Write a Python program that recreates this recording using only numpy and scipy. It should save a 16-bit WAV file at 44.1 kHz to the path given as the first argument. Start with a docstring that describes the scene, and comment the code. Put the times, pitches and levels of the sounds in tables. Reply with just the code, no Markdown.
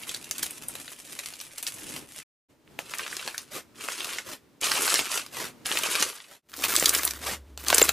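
"""Slime full of small beads, worked by hand on a table, close up. Trapped air bursts between the beads
in a dense crackle; loud pops leave a short wake of more. A few bubbles ring, with a click and a low knock.
Three passages: one batch is stretched, then pressed and folded, then a second is squeezed in both fists.
Each grip builds, holds and lets go; between grips the hand slides off with a soft swish.
Room and arms rumble underneath; a machine hums in the last passage."""
import sys
import numpy as np
from scipy import signal
from scipy.io import wavfile
from scipy.ndimage import uniform_filter1d

SR = 44100
rng = np.random.default_rng(int(sys.argv[2]) if len(sys.argv) > 2 else 0)


def transcribe(u):
    """Save the signal u as a 16-bit wav file named by the first command-line argument.

    u: samples, shape (n,) or (channels, n), limited to [-1, 1]; the rate is SR.
    q: integer samples, one column per channel.
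    """
    v = np.clip(np.atleast_2d(u).T, -1, 1)
    q = np.round(v * 32767).astype(np.int16)
    wavfile.write(sys.argv[1], SR, q)


N = 349272
T = np.arange(N) / SR
BINS_HZ = np.fft.rfftfreq(1024, 1 / SR)


def amp(db):
    """dB to gain."""
    return 10 ** (np.asarray(db) / 20)


def unit_rms(x):
    """Scale to rms 1."""
    return x / np.sqrt(np.mean(x ** 2) + 1e-20)


def unit_energy(x):
    """Scale to energy 1."""
    return x / (np.linalg.norm(x) + 1e-12)


def gain_curve(rows):
    """Gain from rows (t/s, level/dB); silent before the first."""
    times_s, db = np.transpose(rows)
    return amp(np.interp(T, times_s, db, left=-200))


def strokes(rows, taper):
    """Gain of movements (start/s, end/s, level/dB), one arch of speed each."""
    gain = np.zeros(N)
    for start_s, end_s, db in rows:
        progress = np.clip((T - start_s) / (end_s - start_s), 0, 1)
        gain += amp(db) * abs(np.sin(np.pi * progress)) ** taper
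    return gain


def spectrum_db(colour):
    """Rows (f/Hz, level/dB) interpolated onto BINS_HZ in log frequency."""
    hz, db = np.transpose(colour)
    return np.interp(np.log(BINS_HZ + 1), np.log(hz + 1), db)


def add(mix, at_s, sound):
    """Mix in place."""
    part = mix[max(round(at_s * SR), 0):][:len(sound)]
    part += sound[:len(part)]


def click(db):
    """Minimum-phase impulse with this spectrum on BINS_HZ."""
    log_gain = np.log(amp(np.maximum(db, db.max() - 80)))
    mirrored = np.concatenate([log_gain, log_gain[-2:0:-1]])
    return np.fft.ifft(np.exp(signal.hilbert(mirrored).conj())).real


def tinted(x, colour):
    """Filter by rows (f/Hz, level/dB)."""
    return signal.oaconvolve(x, click(spectrum_db(colour)))[:N]


def drift(per_s, size=N):
    """Random curve, rms 1, with per_s knots a second."""
    knots = rng.standard_normal(N // 16)
    return unit_rms(np.interp(T[:size] * per_s, np.arange(len(knots)), knots))


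# Starts of pressing and squeezing: t/s
PASSAGE_STARTS_S = [2.4, 6.42]
PASSAGE = np.searchsorted(PASSAGE_STARTS_S, T)
STRETCHING, PRESSING, SQUEEZING = (PASSAGE == k for k in range(3))


def pocket_db(hz, width_oct):
    """Broad resonance of a bursting air pocket, weak in the bass."""
    detune = np.log2((BINS_HZ + 1) / hz) / max(width_oct, .2)
    tilt_db = -10 * np.log10(BINS_HZ / 400 + (400 / (BINS_HZ + 1)) ** 2)
    return tilt_db - 55 * np.log10(1 + detune ** 2 / 10)


def crackle(active, colour, pockets_per_s, spread_db, clump_db, width_oct, ticks_db, ticks_per_s=110):
    """Pockets burst in clumps: big, low ones singly, tiny, high ones as a fizz. Knocking beads tick."""
    centres_hz = np.geomspace(400, 13000, 14)
    bands = np.array([amp(pocket_db(hz, width_oct)) for hz in centres_hz])
    bands *= amp(spectrum_db(colour)) / np.sqrt((bands ** 2).sum(0))
    rates_per_s = pockets_per_s * centres_hz ** 0.99 / np.sum(centres_hz ** 0.99)
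    size = int(active.sum())
    fizz = np.zeros(size)
    clumps_db = clump_db * drift(110, size)
    for band, per_s in zip(bands, rates_per_s):
        onsets = np.flatnonzero(rng.random(size) < per_s / SR)
        draws = rng.laplace(size=N // 8)[:len(onsets)]
        bursts = np.zeros(size)
        bursts[onsets] = np.sign(draws) * amp(spread_db * np.minimum(abs(draws), 3.5) + clumps_db[onsets])
        local_power = abs(uniform_filter1d(bursts ** 2, size=5000))
        bursts /= np.sqrt(local_power + 1e-6)  # even loudness over about 0.1 s
        bursts *= amp(3.2 * drift(45, size))  # pocket sizes prevail by turns
        fizz += signal.oaconvolve(bursts, click(20 * np.log10(band)))[:size]
    knocks = (rng.random(size) < ticks_per_s / SR) * rng.standard_normal(size)
    ticks = unit_rms(tinted(knocks, colour)[:size])
    out = np.zeros(N)
    out[active] = unit_rms(fizz) + amp(ticks_db) * ticks
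    return out


# Crackle of the pull: t/s, relative level/dB
PULL_LEVEL = [(0, -39.5), (.16, -43), (.22, -50.5), (.43, -44), (.61, -49.5), (.8, -45.5), (1.02, -52),
              (1.1, -45.5), (1.53, -50.5), (1.7, -46), (1.96, -41), (2.05, -58.5), (2.19, -42)]
# Its spectrum: f/Hz, level/dB
PULL_SPECTRUM = [(150, -11.5), (300, -13), (500, -6.5), (800, -9), (1500, -6), (2600, -1), (4300, -6),
                 (7000, -3.5), (11000, -2.5), (15500, -21)]


def stretch(wake, wake_db=-38):
    """One long pull bursts pockets in a light crackle, rich in bead ticks."""
    effort = np.hypot(gain_curve(PULL_LEVEL), amp(wake_db) * wake)
    return amp(-4) * effort * crackle(STRETCHING, PULL_SPECTRUM, pockets_per_s=2800, spread_db=2.5,
                                      clump_db=3.5, width_oct=0.45, ticks_db=-0.5)


# Room rumble per passage: level/dB
ROOM_RUMBLE_DB = [-59, -61, -55]
# Arms moving over the table: start/s, end/s, level/dB
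ARM_STROKES = [(-.5, .9, -55.5), (1.8, 2.06, -52), (2.4, 4.35, -62), (5.2, 5.85, -52.5)]
# Rumble spectrum: f/Hz, level/dB
RUMBLE_SPECTRUM = [(15, -40), (25, -25.5), (70, -18), (115, -11), (167, -14.5), (286, -8.5), (529, -19),
                   (588, -17), (709, -24), (927, -22), (1120, -24.5), (15000, -40)]


def rumble(push, push_db=-30, side_db=-7):
    """Uneven low noise of room, arms and the push on the table; mono in the last passage."""
    mid, side = (unit_rms(tinted(rng.standard_normal(N), RUMBLE_SPECTRUM)) for _ in range(2))
    stereo = mid + amp(side_db) * np.array([side, -side]) * ~SQUEEZING
    steady = amp(ROOM_RUMBLE_DB)[PASSAGE]
    arms = strokes(ARM_STROKES, taper=0.2)
    gain = np.sqrt(steady ** 2 + arms ** 2 + (amp(push_db) * push) ** 2)
    return stereo * gain * amp(2.3 * drift(14))


# Loudest pockets: t/s, relative energy/dB, f/Hz, width/oct, flurry share of energy/0-1
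LOUD_POCKETS = [(0.035, -15, 3300, 0.32, .1), (0.0936, -5, 5400, 0.4, 0.56), (0.146, -6, 4400, 0.54, 0),
                (0.2434, -15, 5100, .6, .6), (0.3112, -0.5, 9700, 0.74, 0), (0.383, -5.5, 8800, .75, 0.84),
                (0.4305, 3, 9600, 0.71, 0.99), (0.5083, -11.5, 9700, .16, 0), (0.636, -17, 5600, 1.7, 0.8),
                (0.6845, -5, 9700, .16, 0.4), (0.7538, -9.5, 3400, 1.3, 0.33),
                (0.8795, -14.5, 2480, 0.5, 0), (0.9185, -17.5, 6000, 1.4, 0.16),
                (1.1242, -14, 7900, 0.7, 0.5), (1.1915, -5.5, 5540, 0.88, 0.76),
                (1.2599, -7, 6700, 0.93, 0.3), (1.338, -15, 4000, 0.73, .7), (1.402, -12, 4100, 0.56, 0),
                (1.413, -10.5, 9000, 0.86, 0.7), (1.5824, -7, 8700, 0.92, 0.9),
                (1.6275, -7.5, 8900, 0.6, 0.04), (1.6676, -2.5, 4800, 0.63, 0.4),
                (1.6753, -4.5, 7000, 0.63, 0.94), (1.964, -8.5, 4800, 1.2, 0.73),
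                (2.7908, -6, 2400, 2.2, 0.46), (2.9373, -4, 2400, .56, 0), (2.9852, -5.5, 7200, 0.41, 0.7),
                (2.994, -5, 2200, 0.51, 0.4), (3.065, -8.5, 2600, 0.61, .45), (3.128, -8, 1800, 0.26, 0.5),
                (3.1675, -5, 4700, 0.89, 0), (3.2272, -12, 2220, 0.57, 0.4), (3.2769, -3, 2600, 1.17, 0.04),
                (3.3454, -11.5, 1625, 0.31, 0.14), (3.3799, -3.5, 6000, 0.9, 0),
                (3.8863, -1.5, 1500, 1.1, 0), (4.006, -4, 2400, 0.64, .4), (4.046, -4.5, 5100, 0.75, 0.7),
                (4.134, -9, 3000, 0.51, 0), (4.1854, -3.5, 2700, 0.72, 0.23), (4.6142, -5.5, 7500, 0.46, 1),
                (4.6682, 0, 3100, 0.51, 0.4), (4.7175, 3.5, 3700, .8, 0.2), (4.8787, 2.5, 2900, 1.15, 0.74),
                (4.942, 7.5, 4850, 1.2, 0.13), (4.957, 4, 5330, 0.35, 1), (4.9928, 5.5, 4000, 2.7, 0.88),
                (5.1766, 0.5, 3900, 0.92, .6), (5.2639, -14.5, 4960, 0.88, 0.3),
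                (5.659, -3, 3400, 0.53, 0.24), (5.7158, 0, 2200, 0.41, 0.1), (5.7731, 4, 2500, 1.03, 0.54),
                (5.7882, -0.5, 8500, 0.68, 0.7), (5.8355, 1, 3500, 2.1, 0.25), (5.954, 2, 2900, 0.85, 0.6),
                (6.026, 8, 3700, 0.87, 0.5), (6.203, -9, 2320, 0.42, 0.4), (6.5395, -6, 2800, 0.75, 0.3),
                (6.6396, 2.5, 2300, 0.61, 0.4), (6.7548, 4.5, 4400, 1.5, .86),
                (6.7641, 10.5, 7000, 0.45, 0), (6.7984, 5, 7100, 0.28, 0.5), (6.8257, 4, 2800, 8.6, .1),
                (6.8592, 13, 6200, 0.56, .98), (6.894, 11, 8500, 0.7, 0.93), (6.95, 8, 6300, 0.88, 0.5),
                (7.052, 7.5, 11300, 0.32, 1), (7.077, -1, 4800, 0.36, .64), (7.109, -2.5, 7400, 0.93, .7),
                (7.5762, -9, 3600, 1.5, 0.03), (7.6838, 5.5, 7100, 0.41, 0.02),
                (7.7029, 8.5, 2700, 2.1, 0.98), (7.7286, 9.5, 1400, 1.05, 0.46),
                (7.7465, 12.5, 8500, 0.32, 0.9), (7.7826, 13.5, 5440, 0.79, 0.5),
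                (7.8173, 13, 1800, 4.7, 0.86), (7.8922, 11, 4600, 1.6, 1)]


def pops(rise_s=0.0017, settle_s=0.0018, snap_s=0.00058, gain_db=-2.25):
    """Air pockets burst: each pop swells briefly, snaps and trails a flurry of clicks."""
    out, lead = np.zeros(N), SR // 200
    t = np.arange(-lead, 3 * lead) / SR
    flurry_env = np.exp(np.minimum(t / rise_s, -t / settle_s))
    snap_env = (t >= 0) * np.exp(-abs(t) / snap_s)
    for at_s, db, hz, width_oct, share in LOUD_POCKETS:
        pocket = click(pocket_db(hz, width_oct))
        snap = unit_energy(np.convolve(snap_env * rng.standard_normal(len(t)), pocket))
        flurry = unit_energy(np.convolve(flurry_env * rng.standard_normal(len(t)), pocket))
        pop = unit_energy(np.sqrt(1 - share) * snap + np.sqrt(share) * flurry)
        add(out, at_s + t[0], amp(db + gain_db) * pop)
    return out


def wakes(decay_db_per_s=262.5):
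    """Crackle gain as beads resettle after each pop, in proportion to its size."""
    power = np.zeros(N)
    for at_s, db, *_ in LOUD_POCKETS:
        add(power, at_s, amp(db - decay_db_per_s * T[:SR // 4]) ** 2)
    return np.sqrt(power)


# Short pitched sounds: t/s, level/dB, f/Hz, fade/s
PITCHED_BLIPS = [(0.4314, -23.5, 1630, 0.0015), (2.677, -38, 2470, 0.00034), (2.79, -15, 2550, 0.00053),
                 (6.024, -25, 420, 0.0019), (7.702, -29, 380, 0.0025), (7.728, -20, 605, 0.004),
                 (7.746, -23.5, 460, 0.0062), (7.783, -20, 430, 0.0026), (7.8173, -8, 484, 0.0026),
                 (7.8257, -3.5, 7300, 0.0035), (7.891, -21, 560, 0.001)]


def blips():
    """Short pitched sounds: ringing bubbles, a small click and a low knock."""
    out, t = np.zeros(N), T[:SR // 30]
    for at_s, db, hz, fade_s in PITCHED_BLIPS:
        envelope = 2 * t / fade_s * np.exp(-(t / fade_s) ** 2)
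        add(out, at_s, amp(db) * envelope * np.sin(2 * np.pi * hz * t))
    return out


# Grips: start/s, release/s, relative level/dB, build-up/s, relaxation/(dB/s)
HAND_GRIPS = [(2.824, 3.285, -44, 0.078, 96), (3.747, 4.157, -40, 0.079, 223),
              (4.606, 4.942, -29.5, 0.029, 98), (5.042, 5.17, -32, .08, 275),
              (5.649, 5.78, -32.5, 0.0089, 188), (5.817, 6.002, -31.5, 0.022, 76),
              (6.487, 7.027, -27, 0.16, 127), (7.59, 7.816, -25.5, 0.15, 99)]


def grips(touch_db=-18):
    """Gain of hand pressure: builds from a light touch, holds, relaxes."""
    power, t = np.zeros(N), T[:SR]
    for start_s, release_s, db, build_s, relax_db_per_s in HAND_GRIPS:
        build_db = touch_db * np.maximum(1 - t / build_s, 0)
        relax_db = relax_db_per_s * np.maximum(start_s + t - release_s, 0)
        add(power, start_s, amp(db + build_db - relax_db) ** 2)
    return np.sqrt(power)


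# Crackle under pressing: f/Hz, level/dB
PRESS_SPECTRUM = [(70, -17), (200, -9.5), (400, 1.5), (800, -5.5), (1200, 3), (1900, -0.5), (2700, 3.5),
                  (3600, -0.5), (10400, -3), (14000, -12.5), (15500, -28)]


def press(push, wake, wake_db=-40):
    """Pressing and folding force air out in a dense crackle."""
    effort = np.hypot(push, amp(wake_db) * wake)
    return amp(0.5) * effort * crackle(PRESSING, PRESS_SPECTRUM, pockets_per_s=10000, spread_db=5.0,
                                       clump_db=2.0, width_oct=0.36, ticks_db=-7.5)


# Hand sliding to a new grip: start/s, end/s, relative level/dB
HAND_SLIDES = [(3.495, 3.627, -36.5), (4.23, 4.38, -38), (5.291, 5.526, -34.5), (6.248, 6.405, -38.5),
               (7.184, 7.391, -30.5)]
# Swish spectrum: f/Hz, level/dB
SLIDE_SPECTRUM = [(47, -33), (80, -4), (569, 3), (864, -2), (1200, 1.5), (8550, -4.5), (13600, -7.5),
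                  (15500, -27)]


def slides(gain_db=-1.5, grain_db=3.0):
    """Skin brushes along: a grainy swish that follows hand speed."""
    friction = rng.standard_normal(N) * amp(grain_db * drift(300))
    swish = unit_rms(tinted(friction, SLIDE_SPECTRUM))
    return amp(gain_db) * swish * strokes(HAND_SLIDES, taper=1.71)


# Machine hum: t/s, level/dB
HUM_LEVEL = [(6.45, -70), (6.65, -56.5), (7.1, -50.5), (7.9, -46.5)]


def machine_hum(hz=69.6, waver_rad=0.85, waver_db=1.5):
    """A low tone, wavering in phase and level."""
    tone = np.sqrt(2) * np.sin(2 * np.pi * hz * T + waver_rad * drift(30))
    return tone * gain_curve(HUM_LEVEL) * amp(waver_db * drift(36))


# Crackle of the second batch: f/Hz, level/dB
SQUEEZE_SPECTRUM = [(71, -33), (120, -31), (282, -0.5), (863, -7.5), (1190, -0.5), (2160, -4), (5170, -5),
                    (13200, -6.5), (15500, -5.5)]


def squeeze(push, wake, wake_db=-44):
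    """Both fists force air out of the second batch in a bright crackle."""
    effort = np.hypot(push, amp(wake_db) * wake)
    return amp(-2) * effort * crackle(SQUEEZING, SQUEEZE_SPECTRUM, pockets_per_s=7000, spread_db=4.5,
                                      clump_db=3.5, width_oct=0.39, ticks_db=-4.5)


def echoes(t60_s, delay_s=0):
    """Decay envelope of dense reflections, energy 1."""
    t = T[:SR // 5]
    return unit_energy((t > delay_s) * amp(-60 * t / t60_s))


def scattered(x, envelope, block=1024):
    """Dense reflections, redrawn every block so the room adds no fixed ringing tone."""
    out = np.zeros(N)
    for i in range(0, N, block):
        piece = x[i:i + block]
        if abs(piece).max() > 1e-9:
            reflections = envelope * rng.standard_normal(len(envelope))
            add(out, i / SR, signal.fftconvolve(piece, reflections))
    return out


# Stereo width, stretching and pressing: f/Hz, relative side level/dB
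WIDE_SIDE = [(300, -4.5), (2500, -12.5), (6000, -15.5), (11000, -8)]
# Stereo width, squeezing: f/Hz, relative side level/dB
NARROW_SIDE = [(2800, -69), (4200, -10.5), (11000, -3.5)]


def room(x, width, side_db, near_db, far_db, near_t60_s=0.04, far_t60_s=0.15):
    """Hands and table scatter at once, the small room answers later; left and right differ slightly."""
    near = amp(near_db) * echoes(near_t60_s, delay_s=0.0005)
    far = amp(far_db) * echoes(far_t60_s, delay_s=0.0065)
    mid = x + scattered(x, np.hypot(near, far))
    side_env = unit_energy(np.hypot(echoes(0.009), echoes(far_t60_s / 2)))
    side = amp(side_db) * tinted(scattered(x, side_env), width)
    return np.array([mid + side, mid - side])


def scene():
    """Three passages, each with its own crackle and distance, plus blips, rumble and hum."""
    pops_and_slides = pops() + slides()
    push, wake = grips(), wakes()
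    stretched = stretch(wake) + pops_and_slides * STRETCHING
    pressed = press(push, wake) + pops_and_slides * PRESSING
    squeezed = squeeze(push, wake) + pops_and_slides * SQUEEZING
    slime = (room(stretched, WIDE_SIDE, side_db=5.5, near_db=-3.0, far_db=-6.5)
             + room(pressed, WIDE_SIDE, side_db=2.0, near_db=-5.0, far_db=-8.0)
             + room(squeezed, NARROW_SIDE, side_db=-4.5, near_db=-6.5, far_db=-13.0))
    return slime + blips() + rumble(push) + machine_hum()


# Fades between passages: t/s, linear gain
FADES = [(2.21, 1), (2.235, 0), (2.485, 0), (2.505, 1), (6.03, 1), (6.22, .4), (6.37, .25), (6.42, 0),
         (6.64, 1)]


def record(dry, ceiling=0.88, cutoff_hz=15380):
    """Fades, hard limit, low-pass."""
    fader = np.interp(T, *np.transpose(FADES))
    limited = np.clip(dry * fader, -ceiling, ceiling)
    lowpass = signal.firwin(401, cutoff_hz, window=("kaiser", 9), fs=SR)
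    return signal.oaconvolve(limited, lowpass[None], "same")


dry = scene()
out = record(dry)
transcribe(out)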